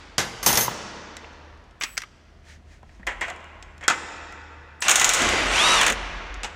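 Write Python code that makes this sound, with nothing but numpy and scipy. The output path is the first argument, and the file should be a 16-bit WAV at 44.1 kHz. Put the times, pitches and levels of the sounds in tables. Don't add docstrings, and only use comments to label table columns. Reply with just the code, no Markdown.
import sys
import numpy as np
from scipy import signal
from scipy.fft import rfft, irfft
from scipy.io import wavfile
from scipy.ndimage import uniform_filter1d

SR = 44100
rng = np.random.default_rng(int(sys.argv[2]) if len(sys.argv) > 2 else 0)


def wrap_up_sound(samples):
    columns = np.atleast_2d(samples).T
    tamed = np.clip(columns, -1, 1)
    steps = np.round(tamed * 32767).astype(np.int16)
    wavfile.write(sys.argv[1], SR, steps)


def volts(x):
    e = np.asarray(x, float) / 20
    return 10 ** e


N = 288855


def evened(x):
    return x / np.sqrt(np.mean(x ** 2) + 1e-20)


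def read(points, hz):
    f, value = np.transpose(points)
    return np.interp(np.log(hz + 1), np.log(f + 1), value)


def add(mix, s, sound):
    part = mix[round(s * SR):][:len(sound)]
    part += sound[:len(part)]


def coloured(x, points):
    hz = np.fft.rfftfreq(len(x), 1 / SR)
    return evened(irfft(rfft(x) * volts(read(points, hz)), len(x)))


def split(x, hz):
    return [signal.sosfilt(signal.butter(3, hz, kind, fs=SR, output="sos"), x) for kind in ("low", "high")]


def wander(count, width):
    return evened(uniform_filter1d(rng.standard_normal(count), width))


def blows(table, colour, modes, ring_db, hollow_db, treble_share, crack_db, hall_db):
    near, far = np.zeros(N), np.zeros(N)
    hz, mode_db, ring = np.transpose(modes)[:, :, None]
    ring = np.clip(ring, .01, .3)
    t, bins = np.arange(10240) / SR, np.fft.rfftfreq(10240, 1 / SR)
    fade = np.cos(np.pi / 2 * t / t[-1]) ** .5
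    for s, level_db, treble_db, t60, hollow_hz in table:
        t60 = np.clip(t60, .008, .35)
        strength = volts(level_db)
        body = 1 / np.sqrt(1 + volts(2 * treble_db))
        low, high = split(coloured(rng.standard_normal(len(t)), colour), 3800)

        hollow = volts(hollow_db / (1 + (np.log2((bins + 1) / hollow_hz) / 0.19) ** 2))
        boxed = evened(irfft(rfft(low) * hollow))
        swell = body * (1 - np.exp(-t / 0.00038)) * volts(-60 * t / t60) * fade

        mid, top = split(evened(high), 12000)
        top *= volts(-40 * t / t60) * (1 - np.exp(-t / .002))
        crack = volts(crack_db - 60 * t / 0.013)
        rattle = volts(-60 * t / (t60 * treble_share)) + crack
        treble = body * volts(treble_db) * (mid + top) * rattle * fade

        phase, luck_db = rng.random(hz.shape), 4 * rng.standard_normal(hz.shape)
        level = body * volts(ring_db + mode_db + luck_db + treble_db * (hz > 3800))
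        rung = level * volts(-60 * t / ring) * np.sin(2 * np.pi * (hz * t + phase))
        add(near, s, strength * ((boxed * swell + treble) / 2 + rung.sum(0) * fade))
        add(far, s, strength * volts(hall_db) * (evened(low) * swell + treble) / 2)
    return near, far


# start in seconds, relative level in dB, treble over body in dB.
HAMMER_BLOWS = [(4.822, -13.5, -5), (4.883, 0, -5), (4.894, 0, 0), (4.907, -3.5, -1), (4.913, -1, 1),
                (4.957, -2, 8.5), (4.997, -5.5, 0.5), (5.014, -2.5, -5), (5.044, -1, 6), (5.092, -4.5, 4),
                (5.136, -7, 4), (5.146, -8.5, 1.5), (5.204, -13.5, -4.5), (5.22, -15, 4),
                (5.289, -13.5, -1.5)]
# frequency in Hz, relative density in dB per Hz.
HAMMER_SPECTRUM = [(180, -30), (300, -5.5), (1330, 10.5), (1930, 10.5), (2210, 9), (3650, 9), (4610, -3),
                   (6780, 12.5), (9020, -2), (10100, -9.5), (14900, -7.5), (15700, -11.5), (16500, -43.5)]
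# frequency in Hz, relative level in dB, time to fall 60 dB in seconds.
ANVIL_MODES = [(3650, -5, 0.046), (6640, -8, 0.035), (6240, 3, 0.058), (6740, -9.5, .04),
               (6630, -2.5, 0.14), (8050, -1, 0.057), (9100, -3.5, 0.096), (14400, -25.5, 0.036)]


def hammering():
    t60_s, hollow_hz = 0.082, 2600
    table = [(*row, t60_s, hollow_hz) for row in HAMMER_BLOWS]
    return blows(table, HAMMER_SPECTRUM, ANVIL_MODES, -17.5, 3.2, 0.88, 1.3, hall_db=-5)


# time in seconds, body level in dB, treble relative to that level in dB,
# low shudder relative to that level in dB.
GRIND_LEVELS = [(4.815, -29.5, 16, -19), (4.829, -32.5, 1.5, -24), (4.88, -23, -11, -13),
                (4.95, -24, -8, -10.5), (5.15, -24, -4, -10.5), (5.22, -19, -8.5, -4),
                (5.498, -23.5, -11, -7), (5.56, -18.5, -6, -16), (5.72, -17.5, -3.5, -11.5),
                (5.8, -18, -7, -15), (5.9, -19.5, -8.5, -8), (5.941, -52.5, -12.5, 20.5)]
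# frequency in Hz, density in dB per Hz.
GRIND_SPECTRUM = [(47, -27.5), (80, -19), (153, -21.5), (407, -13.5), (761, -3.5), (951, -5), (1660, -2),
                  (2710, -1), (3240, -2.5), (3700, -1.5), (4950, -5.5), (5790, -1.5), (10100, -15),
                  (15100, -41), (16500, -52.5)]


def grind():
    s, level_db, treble_db, shudder_db = np.transpose(GRIND_LEVELS)
    t = np.arange(s[0], s[-1], 1 / SR)
    grains_per_s = 15000
    size = volts(1.5 * np.minimum(rng.exponential(1, len(t)), 4))
    size *= rng.random(len(t)) < grains_per_s / SR
    noise = coloured(size * rng.standard_normal(len(t)), GRIND_SPECTRUM)
    rest, treble = split(noise, 3010)
    shudder, body = split(rest, 430)
    parts = ((body, 0 * s), (treble, treble_db), (shudder, shudder_db))
    sound = sum(evened(p) * volts(np.interp(t, s, level_db + db)) for p, db in parts)
    out = np.zeros(N)
    add(out, s[0], sound * signal.windows.tukey(len(t), .02))
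    return out


# multiple of the mesh pitch, relative level in dB,
# rms pitch jitter as a share.
GEAR_ORDERS = [(.26, -1, .06), (.3, -3, .06), (.34, -1, .045), (.7, -4, .008), (.77, -3, .008),
               (1, 0, .005), (1.24, -8, .004), (1.55, -8, .004), (2, -11, .005), (2.3, -14, .004),
               (2.8, -13, .004)]
# frequency in Hz, gain in dB.
CASE_RESPONSE = [(500, -6), (1200, 0), (3800, 0), (4300, -6), (4650, 0), (5200, -10), (5650, 0), (7500, 0),
                 (10000, 0), (10700, -8)]


def whine():
    start_s, top_s, end_s = 5.535, 5.712, 5.862
    top_hz, end_hz, bow = 3840, 2150, 2.6
    level_db, slow_db = -24, 6
    side_loss_db = 28
    t = np.arange(start_s, end_s, 1 / SR) - top_s
    mesh_hz = top_hz - (top_hz - end_hz) * np.maximum(t / t[0], t / t[-1]) ** bow
    slow = np.log2(top_hz / mesh_hz)
    sound = np.zeros(len(t))
    for multiple, order_db, jitter in GEAR_ORDERS:
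        order_hz = multiple * mesh_hz * (1 + jitter * wander(len(t), 200))
        flutter_db = 2.64 * evened(uniform_filter1d(wander(len(t), 500), 500))
        order_db = order_db - (multiple != 1) * side_loss_db * slow
        level = volts(order_db + flutter_db + read(CASE_RESPONSE, order_hz))
        sound += level * np.sin(2 * np.pi * np.cumsum(order_hz) / SR)
    sound *= np.sqrt(2) * volts(level_db + slow_db * slow) * signal.windows.tukey(len(t), .18)
    out = np.zeros(N)
    add(out, start_s, sound)
    return out


# start in seconds, end in seconds, pitch in Hz,
# rms waver as a share, peak level in dB.
GROANS = [(5.2, 5.5, 277, .03, -38), (5.19, 5.35, 318, .03, -40), (5.15, 6.4, 175, .03, -49),
          (4.88, 5.5, 2030, .015, -28), (4.82, 4.91, 2750, .04, -29), (5.18, 5.48, 4780, .016, -35)]


def groan():
    out = np.zeros(N)
    for start, end, hz, waver, db in GROANS:
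        t = np.arange(0, end - start, 1 / SR)
        drift = 1 + waver * wander(len(t), round(10 * SR / hz))
        tone = np.sin(2 * np.pi * np.cumsum(hz * drift) / SR)
        add(out, start, volts(db) * tone * signal.windows.tukey(len(t), .4))
    return out


# start in seconds, end in seconds, tone in dB, octave in dB, each sideband in dB,
# sideband spacing at the start in Hz, spacing at the end in Hz.
CONTROLLER_BURSTS = [(1.797, 1.968, -53, -62, -62, 83, 83), (4.805, 4.82, -40, -66, -60, 10, 100),
                     (4.82, 4.89, -50, -70, -42, 230, 250), (5.47, 5.575, -70, -90, -41, 20, 850)]


def controller():
    switch_hz, buzz_db = 7880, 12
    out = np.zeros(N)
    for start, end, tone_db, octave_db, side_db, first_hz, last_hz in CONTROLLER_BURSTS:
        t = np.arange(0, end - start, 1 / SR)
        a = 2 * np.pi * switch_hz * t
        rotor = 2 * np.pi * np.cumsum(np.linspace(first_hz, last_hz, len(t))) / SR
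        sound = (volts(tone_db) + 2 * volts(side_db) * np.cos(rotor)) * np.sin(a)
        sound += volts(octave_db) * np.sin(2 * a)
        puffs = np.diff(rng.standard_normal(len(t) + 1)) * np.exp(-(rotor / np.pi % 1) / 0.29)
        sound += volts(octave_db + buzz_db) * puffs
        add(out, start, np.sqrt(2) * sound * signal.windows.tukey(len(t), .1))
    return out


# start in seconds, relative level in dB.
BRAKE_CLACKS = [(5.813, -2.5), (5.831, -7), (5.865, -3), (5.88, -8.5), (5.90, -6), (5.923, -12.5)]


def braking():
    treble_db, t60_s, hollow_hz = -6.5, 0.07, 1700
    table = [(*row, treble_db, t60_s, hollow_hz) for row in BRAKE_CLACKS]
    return blows(table, HAMMER_SPECTRUM, ANVIL_MODES, -23, 3.4, 1.0, 2, hall_db=-42.5)


# start in seconds, relative level in dB, treble over body in dB,
# nominal time to fall 60 dB in seconds, hollow resonance in Hz.
TRIGGER_MOVES = [(1.811, -20, -10, 0.27, 2480), (1.822, -25.5, 1, .087, 2460),
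                 (1.836, -12.5, -3, 0.061, 2120), (1.970, -26.5, -1, 0.2, 1970),
                 (1.9773, -9, -2, 0.03, 1570), (2.005, -28.5, -12, 0.028, 1900),
                 (2.019, -23.5, -7.5, 0.045, 2030), (2.036, -28.5, -20, 0.043, 1250)]
# frequency in Hz, relative density in dB per Hz.
CLICK_SPECTRUM = [(120, -39), (200, -3), (961, 4), (1220, 12.5), (2050, 12), (4290, 6.5), (5870, 10),
                  (9840, -9.5), (13000, -14.5), (15600, -14), (16500, -26.5)]
# frequency in Hz, relative level in dB,
# nominal time to fall 60 dB in seconds.
HOUSING_MODES = [(2120, 21.5, 0.0087), (3980, -5, 0.024), (6320, 12, 0.0079), (7250, -6, .02),
                 (11154, -29, 0.24)]


def trigger():
    return blows(TRIGGER_MOVES, CLICK_SPECTRUM, HOUSING_MODES, -23, 6.6, 1.0, 1.3, hall_db=-25.5)


# start in seconds,
# relative level in dB, treble over body in dB, nominal time to fall 60 dB in seconds, hollow resonance in Hz.
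SHEET_BLOWS = [(.181, -7, -1, 0.28, 1674), (.429, -19.5, 0.5, 0.31, 1135), (.462, -3.5, 2.5, 0.4, 894),
               (.488, -11, -10, 0.23, 875), (.529, -10.5, -0.5, 0.26, 821), (.555, -12.5, 1.5, .2, 1938),
               (0.573, -5, -0.5, .17, 920), (.609, -13.5, 3.5, 0.4, 1862)]
# frequency in Hz, relative density in dB per Hz.
SHEET_SPECTRUM = [(35, -24), (60, 4), (629, 3.5), (2970, 1), (6450, 3.5), (8750, -7.5), (9610, -9.5),
                  (11900, -12.5), (13400, -18.5), (15400, -24), (16500, -40)]
# frequency in Hz, relative level in dB,
# nominal time to fall 60 dB in seconds.
PANEL_MODES = [(730, -1, 0.13), (1390, -19.5, 0.068), (1860, -9.5, 0.095), (2040, -4.5, 0.37),
               (2476, -4.5, .07), (3270, -4, 0.14), (5400, -1.5, 0.072), (6500, -9, 0.14),
               (7070, -15.5, 0.073), (10980, -33, 0.15)]


def sheet_clatter():
    return blows(SHEET_BLOWS, SHEET_SPECTRUM, PANEL_MODES, -15.5, 4.9, 0.77, 3.3, hall_db=-12.5)


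# frequency in Hz, relative level in dB, time to fall 60 dB in seconds
PIN_MODES = [(6255, -11, .4, 1), (6420, -8, .45, 1), (8906, -11, .3, 1), (8936, -14, .3, 1),
             (9622, -34, .8, 0), (10206, -11, .9, 1), (11724, -10, .35, 1), (12021, -4, .3, .5),
             (13670, -21, .45, .3), (14922, -13, .5, .3)]


def pin_ring():
    loose_s, rest_s = .4, .65
    ring_db, held_db = -8, -30.5
    out = np.zeros(N)
    hz, mode_db, ring, damped = np.transpose(PIN_MODES)[:, :, None]
    t = np.arange(SR) / SR
    for s, level_db, treble_db, *_ in SHEET_BLOWS:
        db = level_db + treble_db + ring_db + held_db * (s < loose_s)
        phase, luck_db = rng.random(hz.shape), 1.7 * rng.standard_normal(hz.shape)
        held = np.maximum(t + s - rest_s, 0) * damped
        decay_db = -60 * (t / ring + held / 0.13)
        partials = volts(db + mode_db + luck_db + decay_db) * np.sin(2 * np.pi * (hz * t + phase))
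        add(out, s, partials.sum(0))
    return out


# start in seconds, relative level in dB,
# treble over body in dB, nominal time to fall 60 dB in seconds, hollow resonance in Hz.
TOOL_KNOCKS = [(1.168, -27.5, -1.5, 0.048, 1860), (1.244, -32.5, -20.5, 0.04, 2703),
               (2.892, -42, -20, .033, 1960), (3.068, -19.5, -10.5, 0.048, 1980),
               (3.072, -15.5, -14.5, 0.24, 1870), (3.211, -20, -11.5, 0.28, 1970),
               (3.216, -19.5, -15, 0.28, 2000), (3.282, -24, -13.5, 0.23, 706),
               (3.301, -24.5, -9.5, .051, 1980), (3.81, -34, -12, 0.15, 1940),
               (3.827, -29.5, -21, 0.43, 1700), (3.838, -29, -9, .12, 2240), (3.880, 2, -2.5, 0.073, 1480),
               (3.90, -3, -9, .15, 1390), (6.433, -20, -2, .15, 2950), (6.445, -18.5, -6.5, 0.11, 760)]
# frequency in Hz, relative density in dB per Hz.
KNOCK_SPECTRUM = [(24, -50), (40, -21), (201, -5), (823, 2.5), (1360, 3.5), (1510, 4), (2560, 2.5),
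                  (4800, -13), (7370, -10), (10200, -33.5), (15300, -42), (16500, -66)]


def knocks():
    return blows(TOOL_KNOCKS, KNOCK_SPECTRUM, PANEL_MODES, -19, 10.6, 0.89, 0.86, hall_db=-14.5)


# start in seconds, relative level in dB,
# time to fall 60 dB in seconds, hollow resonance in Hz.
DULL_TAPS = [(.680, -7, .035, 1000), (.712, -18, .035, 850), (2.83, -34, .05, 720), (2.996, -38, .15, 200),
             (3.030, -33, .04, 1920)]
# frequency in Hz, relative density in dB per Hz.
TAP_SPECTRUM = [(50, -20), (120, 0), (2000, -10), (3000, -22), (6000, -30), (16500, -60)]


def taps():
    table = [(s, db, -30, t60, hz) for s, db, t60, hz in DULL_TAPS]
    return blows(table, TAP_SPECTRUM, PANEL_MODES, -34, 17, 0.98, 1.5, hall_db=-15)


# start in seconds, relative level in dB.
LOOSE_TICKS = [(1.33, -52), (1.575, -59), (1.64, -59.5), (1.71, -56), (3.362, -45), (3.405, -53),
               (3.443, -49.5), (3.626, -35), (3.78, -48), (4.324, -39.5), (6.268, -49), (6.342, -35.5)]


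def ticks():
    treble_db, t60_s, hollow_hz = 2.5, .033, 700
    table = [(*row, treble_db, t60_s, hollow_hz) for row in LOOSE_TICKS]
    return blows(table, KNOCK_SPECTRUM, PANEL_MODES, -13, 9.6, 0.98, 1.3, hall_db=-10)


# middle in seconds, spread in seconds, level in dB.
CLOTH_STROKES = [(2.51, 0.036, -49.5), (2.73, 0.037, -57), (2.94, 0.06, -62.5)]
# frequency in Hz, relative density in dB per Hz.
CLOTH_SPECTRUM = [(290, -58), (500, -31.5), (559, 5.5), (679, -21.5), (923, 4), (1020, -30), (1090, -6),
                  (1780, 7.5), (3190, -3.5), (6590, -4), (14000, -31)]


def cloth():
    t = np.arange(N) / SR
    strokes = sum(volts(db) * np.exp(-((t - s) / spread) ** 2 / 2) for s, spread, db in CLOTH_STROKES)
    grains = volts(2.3 * rng.exponential(1, N)) * rng.standard_normal(N)
    return strokes * coloured(grains, CLOTH_SPECTRUM)


# frequency in Hz, time to fall 60 dB in seconds.
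HALL_DECAY = [(100, 0.8), (260, 2.4), (700, 2.51), (1840, 2.49), (4850, 1.77), (8000, 1.05), (12800, 0.37)]
# frequency in Hz, relative level in dB.
HALL_SPECTRUM = [(60, 12), (300, 4.5), (1500, 3), (4000, -0.5), (8000, -0.5), (15000, 5)]


def hall(x):
    hz, t, z = signal.stft(rng.standard_normal(3 * SR), SR, nperseg=512)
    tail_db = read(HALL_SPECTRUM, hz)[:, None] - 60 * t / read(HALL_DECAY, hz)[:, None]
    tail = signal.istft(z * volts(tail_db), SR, nperseg=512)[1]
    tail *= 1 - np.exp(-np.arange(len(tail)) / (0.006 * SR))
    tail /= np.linalg.norm(tail)
    out = signal.fftconvolve(x, tail)[:N]
    add(out, 0, volts(8) * tail[round(.5 * SR):])
    return out


# frequency in Hz, relative density in dB per Hz.
AIR_SPECTRUM = [(59, -18.5), (100, 10), (324, 1.5), (434, -1.5), (570, -4.5), (660, 0.5), (780, -6.5),
                (2990, -14), (3840, -19), (6220, -23), (15000, -44.5)]
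# time in seconds,
# level near 76 Hz in dB, level near 44 Hz in dB.
LOW_LEVELS = [(0.0, -52, -54), (0.62, -53, -47.5), (0.75, -52, -56), (1.57, -50.5, -53), (1.9, -62, -55),
              (2.57, -51, -58.5), (3.03, -56.5, -46.5), (3.06, -53.5, -40), (3.3, -52.5, -55),
              (4.45, -46, -51), (4.76, -50.5, -61), (4.93, -66, -52), (5.27, -35, -34),
              (5.44, -42.5, -34.5), (6.42, -52, -38), (6.55, -49, -53)]


def background():
    air_db, tone_hz, rumble_hz = -56.5, 76, 44.4
    s, tone_db, rumble_db = np.transpose(LOW_LEVELS)
    t, hz = np.arange(N) / SR, np.fft.rfftfreq(N, 1 / SR)
    air = volts(air_db) * coloured(rng.standard_normal(N), AIR_SPECTRUM)
    fuzz = evened(irfft(rfft(rng.standard_normal(N)) / (1 + ((hz - tone_hz) / 10) ** 2), N))
    tone = evened(np.sin(2 * np.pi * tone_hz * t) + 0.23 * fuzz)
    rumble = evened(irfft(rfft(rng.standard_normal(N)) / (1 + ((hz - rumble_hz) / 8) ** 2), N))
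    return air + tone * volts(np.interp(t, s, tone_db)) + rumble * volts(np.interp(t, s, rumble_db))


def scene():
    near, far = np.sum([hammering(), braking(), trigger(), sheet_clatter(), knocks(), taps(), ticks()], 0)
    running = grind() + groan()
    ring = pin_ring() + whine()
    echo = hall(far + volts(-13.5) * running + volts(-28) * ring)
    return (near + ring + running + controller() + cloth() + echo + background())[None]


def top_cut(x):
    return signal.sosfilt(signal.butter(12, 16800, fs=SR, output="sos"), x)


def record(dry):
    power_db = 10 * np.log10(abs(uniform_filter1d(dry[0] ** 2, 200)) + 1e-12)
    fall = np.arange(N) * 17.4 / SR
    held_db = np.maximum.accumulate(power_db + fall) - fall
    over_db = np.maximum(held_db + 24.0, 0)
    ducked = dry / volts(0.25 * uniform_filter1d(over_db, 100))
    rounded = .8 * np.tanh(ducked / .8)
    finished = split(rounded, 15800)[0]
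    return top_cut(finished)


dry = scene()
out = record(dry)
wrap_up_sound(out)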